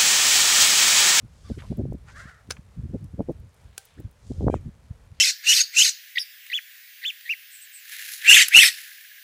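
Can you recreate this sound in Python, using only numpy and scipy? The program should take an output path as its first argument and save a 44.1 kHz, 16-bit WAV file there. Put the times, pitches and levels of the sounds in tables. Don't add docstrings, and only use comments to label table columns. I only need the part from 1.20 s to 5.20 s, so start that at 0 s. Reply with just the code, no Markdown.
import sys
import numpy as np
from scipy import signal
from scipy.fft import rfft, irfft, next_fast_len
from scipy.io import wavfile
from scipy.ndimage import uniform_filter1d, map_coordinates

SR = 44100
rng = np.random.default_rng(int(sys.argv[2]) if len(sys.argv) > 2 else 0)


def waveform_to_disk(signal):
    frames = np.transpose(np.atleast_2d(signal))
    scaled = np.clip(frames, -1, 1) * 32767
    samples = np.round(scaled).astype(np.int16)
    wavfile.write(sys.argv[1], SR, samples)


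N = 176400

# freq_hz, gain_db
CRACK_COLOUR = [(150, -26), (430, 0), (1000, -12.5), (1450, 5.5), (1800, -9), (2300, 0), (4500, -4.5),
                (6400, -2), (8300, -3.5), (10200, -2.5), (11500, -14.5), (16000, -13.5)]


def amp(db):
    return 10 ** (np.asarray(db) / 20)


def unit(x):
    return x / np.sqrt(np.mean(x ** 2) + 1e-20)


def colour(points, hz):
    f, db = np.transpose(points)
    return amp(np.interp(np.log(hz + 1), np.log(f + 1), db))


def curves(rows):
    time_s, *columns = np.transpose(rows)
    return [np.interp(np.arange(N) / SR, time_s, column) for column in columns]


def wobble(rate_hz):
    return map_coordinates(rng.standard_normal(N // 8), [np.arange(N) * rate_hz / SR], mode="wrap")


def filtered(x, response):
    size = next_fast_len(len(x) + 4096)
    return irfft(rfft(x, size) * response(np.fft.rfftfreq(size, 1 / SR)), size)[:len(x)]


def noise(response, size=N):
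    return unit(filtered(rng.standard_normal(size), response))


def band(centre_hz, size, half_width_oct=0.74):
    return noise(lambda f: 1 / np.hypot(1, (np.log2((f + 1) / centre_hz) / half_width_oct) ** 3), size)


def burst(envelope):
    spectrum = rfft(envelope * rng.standard_normal(len(envelope)))
    power = np.abs(uniform_filter1d(np.abs(spectrum) ** 2, size=400))
    return irfft(spectrum / np.sqrt(power + 1e-12))


def around(samples):
    return np.arange(-samples, samples) / SR


def add(track, centre_s, sound):
    start = round(centre_s * SR) - len(sound) // 2
    a, b = max(start, 0), min(start + len(sound), N)
    track[a:b] += sound[a - start:b - start]


def wire_snaps(t, onset, tail_db=-27.5, tail_t60_s=0.19, twang_hz=783, twang_db=-27.5, twang_t60_s=0.13):
    # start_s, level_db, crack_t60_s, tilt_db_per_oct, ring_db
    snaps = [(1.2997, -52, 0.06, 1, -1), (1.3060, -27.5, 0.017, -2, -5.5), (1.3091, -25.5, 0.014, -2, -0.5),
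             (1.3198, -39.5, 0.022, -0.5, 3.5), (2.5797, -24, 0.01, 2.3, -22.5)]
    out, age_s = np.zeros(N), np.maximum(t, 0)
    partials = sum(np.sin(2 * np.pi * k * twang_hz * t) for k in (1, 2))
    twang = amp(twang_db - 60 * age_s / twang_t60_s) * partials
    for start_s, level_db, crack_t60_s, tilt_db_per_oct, ring_db in snaps:
        tilt = lambda f: amp(tilt_db_per_oct * np.log2(np.maximum(f, 1000) / 5000))
        fade = onset * (amp(-60 * age_s / crack_t60_s) + amp(tail_db - 60 * age_s / tail_t60_s))
        crack = filtered(burst(fade), lambda f: colour(CRACK_COLOUR, f) * tilt(f))
        crack *= np.linalg.norm(fade) / np.linalg.norm(crack)
        ring = amp(ring_db) * steel_ring(t, tilt)
        add(out, start_s, amp(level_db) * (crack + onset * (ring + twang)))
    return out


def steel_ring(t, tilt, blur_hz=70):
    # freq_hz, level_db, t60_s
    modes = [(1330, -12.5, 0.023), (1560, -5.5, 0.019), (2620, -10.5, 0.034), (3980, -5, 0.013),
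             (4440, -4, 0.021), (5200, -1, 0.031), (5900, -5, 0.03), (6120, -0.5, 0.028),
             (7030, -16, 0.043), (9750, -8, 0.017)]
    ring = np.zeros(len(t))
    for freq_hz, level_db, t60_s in modes:
        decay = amp(level_db + 2 * rng.standard_normal() - 60 * np.maximum(t, 0) / t60_s)
        drift_rad = np.cumsum(rng.standard_normal(len(t))) * np.sqrt(2 * np.pi * blur_hz / SR)
        ring += tilt(freq_hz) * decay * np.sin(2 * np.pi * freq_hz * t + drift_rad)
    return ring


def wire_ticks(t, onset, t60_s=0.029):
    # start_s, level_db, centre_hz
    ticks = [(0.421, -46.5, 1430), (0.571, -52.5, 13800), (0.731, -57, 8500), (1.368, -45.5, 1500),
             (1.8428, -57, 7700), (2.118, -62, 10000), (2.199, -63, 9500), (2.343, -60.5, 8000),
             (2.653, -47, 13500), (2.801, -53, 12200), (2.912, -58, 12900)]
    out = np.zeros(N)
    fade = onset * amp(-60 * np.maximum(t, 0) / t60_s)
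    for start_s, level_db, centre_hz in ticks:
        add(out, start_s, amp(level_db) * fade * band(centre_hz, len(t)))
    return out


def wire(rise_s=0.00034):
    t = around(samples=8192)
    onset = np.exp(np.minimum(t, 0) / rise_s)
    return wire_snaps(t, onset) + wire_ticks(t, onset)


def friction(stroke, tone, rough, jitter):
    rate_hz, level_db = curves(stroke)
    rate_hz *= 1 + jitter * wobble(1200) + rough * 0.0172 * wobble(130)
    phase = 2 * np.pi * np.cumsum(rate_hz) / SR
    t = np.arange(N) / SR
    moving = (t > stroke[0][0]) & (t < stroke[-1][0])
    pulses = np.zeros(N)
    pulses[moving] = sum(np.cos(k * phase[moving]) for k in range(1, 14))
    pulses = filtered(pulses, lambda f: colour(tone, f))
    pulses /= pulses[moving].std()
    catch = unit(amp(rough * 0.5 * wobble(400)))
    hiss = rough * noise(lambda f: colour(tone, f))
    return moving * amp(level_db) * catch * (pulses + hiss) / np.hypot(1, rough)


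def zips_and_squeak():
    # time_s, catch_rate_hz, level_db
    zip_out = [(.238, 1020, -68), (.255, 1200, -57), (.268, 1170, -57.5), (.288, 1100, -56.5),
               (.315, 790, -59.5), (.355, 720, -62)]
    zip_past = [(.86, 483, -77), (.89, 500, -57.5), (.94, 527, -59), (.965, 573, -43.5),
                (.987, 661.5, -46.5), (1.005, 678, -41.5), (1.022, 522, -46.5), (1.05, 537.5, -49),
                (1.08, 641.4, -49), (1.097, 766, -45.5), (1.12, 701.6, -53), (1.155, 600, -58),
                (1.19, 660, -61), (1.24, 488, -71)]
    zip_back = [(3.29, 782, -70), (3.305, 780, -58), (3.33, 818, -55), (3.345, 747, -51), (3.362, 633, -56),
                (3.4, 578, -69.5)]
    squeak = [(2.765, 950, -89), (2.785, 1800, -56.5), (2.8, 3000, -75)]
    # freq_hz, gain_db
    out_colour = [(600, -43), (1150, 14), (2400, 1.5), (3500, 4.5), (5000, 7), (7000, -5), (12000, -22)]
    past_colour = [(200, -25), (650, -9), (950, -15), (1400, 7), (1900, 2.5), (2400, -13.5), (8000, -21),
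                   (15000, -36)]
    back_colour = [(1600, -8), (2400, -4), (3100, -9), (4500, -22), (7000, -12.5), (13000, -26)]
    return (friction(zip_out, out_colour, rough=0.75, jitter=0.015)
            + friction(zip_past, past_colour, rough=0.8, jitter=0.04)
            + friction(zip_back, back_colour, rough=0.55, jitter=0.025)
            + friction(squeak, past_colour, rough=0.3, jitter=0.02))


def rustles(grain_db=2, lowpass_hz=10500):
    # centre_s, level_db, sigma_s, centre_hz
    rubs = [(0.251, -65.5, 0.098, 4740), (0.399, -48, 0.01, 1970), (.4, -63, 0.097, 8150),
            (0.44, -52.5, 0.018, 770), (0.467, -64, 0.081, 2900), (0.894, -50, 0.013, 1300),
            (0.907, -61.5, 0.027, 4500), (1, -58, 0.034, 5530), (2.649, -65, 0.052, 7600),
            (2.66, -65.5, 0.13, 2460), (3.101, -63, 0.062, 5160), (3.222, -65, 0.058, 4470),
            (3.99, -66.5, 0.037, 2900)]
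    out, t = np.zeros(N), around(samples=16384)
    for centre_s, level_db, sigma_s, centre_hz in rubs:
        swell = np.exp(-0.5 * (t / sigma_s) ** 2)
        add(out, centre_s, amp(level_db) * swell * band(centre_hz, len(t)))
    grain = amp(grain_db * wobble(500))
    return filtered(out * grain, lambda f: 1 / np.hypot(1, (f / lowpass_hz) ** 6))


def wind(port_hz=64, eddy_slope=0.39, pop_taper=4):
    # time_s, level_db
    rumble = [(0, -52.5), (.2, -49.5), (.46, -40), (.68, -37), (.82, -48.5), (1.03, -47.5), (1.2, -61.5),
              (1.29, -44), (1.53, -53.5), (1.62, -39.5), (1.88, -47), (2.25, -44), (2.34, -61.5),
              (2.46, -47), (2.64, -68.5), (2.85, -44.5), (2.96, -58.5), (3.26, -26), (3.54, -52.5),
              (4, -51)]
    # freq_hz, gain_db
    rumble_colour = [(15, -20), (35, -5.5), (65, 2), (110, -2.5), (200, -15), (350, -27.5), (600, -31),
                     (1200, -114)]
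    # centre_s, level_db, sigma_s, cutoff_hz
    buffets = [(0.044, -38, 0.011, 238), (0.31, -26.5, 0.0086, 421), (0.379, -34, 0.0062, 355),
               (0.52, -27, 0.009, 440), (0.6, -24.5, 0.012, 500), (0.645, -28, 0.023, 272),
               (0.695, -31.5, 0.024, 200), (0.747, -29, 0.0059, 382), (1.59, -29, 0.011, 191),
               (1.651, -30, 0.011, 228), (1.703, -32, 0.0085, 251), (1.75, -27, 0.01, 470),
               (1.835, -34.5, 0.016, 220), (1.944, -31, 0.0053, 284), (2.004, -24.5, 0.011, 500),
               (2.102, -25.5, 0.0094, 525), (2.798, -37, 0.012, 330), (2.851, -32, 0.011, 198),
               (3.111, -24.5, 0.005, 344), (3.225, -27, 0.013, 510), (3.276, -19.5, 0.0076, 670),
               (3.333, -26.5, 0.0046, 454), (3.359, -25.5, 0.0068, 366), (3.474, -31.5, 0.013, 240),
               (3.922, -35.5, 0.004, 145)]
    # centre_s, peak_db, brightness_hz
    eddies = [(0.3021, -26, 315), (.319, -23.5, 186), (.505, -21, 106), (.526, -24, 315),
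              (0.597, -23.5, 280), (.655, -22.5, 263), (0.7243, -25.5, 353), (1.057, -35, 123),
              (1.291, -35.5, 172), (1.393, -33, 110), (1.747, -17, 196), (1.9954, -19.5, 294),
              (2.006, -18.5, 394), (2.0882, -20.5, 297), (2.0963, -14, 306), (2.803, -39, 340),
              (3.1168, -22.5, 270), (3.209, -22.5, 343), (3.244, -16.5, 225), (3.2685, -12.5, 287),
              (3.283, -12, 590), (3.3001, -11.5, 367), (3.342, -11, 556), (3.711, -26, 83)]
    rumble_db, = curves(rumble)
    out = amp(rumble_db + 0.4 * wobble(24.98)) * noise(lambda f: colour(rumble_colour, f))
    t = around(samples=4096)
    port = lambda f: 1 / np.hypot(1, (port_hz / (f + 1)) ** 3)
    for centre_s, level_db, sigma_s, cutoff_hz in buffets:
        swell = np.exp(-0.5 * (t / sigma_s) ** 2)
        spectrum = lambda f: port(f) / (f + 1) ** eddy_slope * np.exp(-(f / cutoff_hz) ** 2)
        puff = filtered(swell * rng.standard_normal(len(t)), spectrum)
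        add(out, centre_s, amp(level_db) * puff * np.linalg.norm(swell) / np.linalg.norm(puff))
    for centre_s, peak_db, brightness_hz in eddies:
        u = 2 * np.pi * brightness_hz * t
        pressure = -u / (1 + u ** 2 / (2 * pop_taper)) ** pop_taper
        pop = filtered(pressure, port)
        add(out, centre_s, amp(peak_db) * pop / np.abs(pop).max())
    return out


def grass(hiss_db=-65, crackle_db=-77, clicks_per_s=150, decay_s=0.00061, stir_db=0.93, lowpass_hz=12500):
    clicks = (rng.random(N) < clicks_per_s / SR) * rng.uniform(0, 1, N)
    envelope = signal.lfilter([1], [1, -np.exp(-1 / (decay_s * SR))], clicks)
    bursts = envelope * rng.standard_normal(N)
    crackle = amp(crackle_db) * unit(filtered(bursts, lambda f: colour(CRACK_COLOUR, f)))
    # freq_hz, gain_db
    hiss_colour = [(240, -34), (430, 3.5), (1040, -2), (2020, -5.5), (2800, -10), (8370, -15.5),
                   (16000, -21)]
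    hiss = amp(hiss_db) * noise(lambda f: colour(hiss_colour, f))
    stir = amp(stir_db * wobble(14))
    return filtered((hiss + crackle) * stir, lambda f: 1 / np.hypot(1, (f / lowpass_hz) ** 4))


def scene():
    return (wind() + wire() + zips_and_squeak() + rustles() + grass())[None]


def record(dry):
    highpass_hz, top_hz = 33, 16000
    trimmed = signal.sosfilt(signal.butter(2, highpass_hz, "highpass", fs=SR, output="sos"), dry)
    return np.array([filtered(channel, lambda f: f < top_hz) for channel in trimmed])


dry = scene()
out = record(dry)
waveform_to_disk(out)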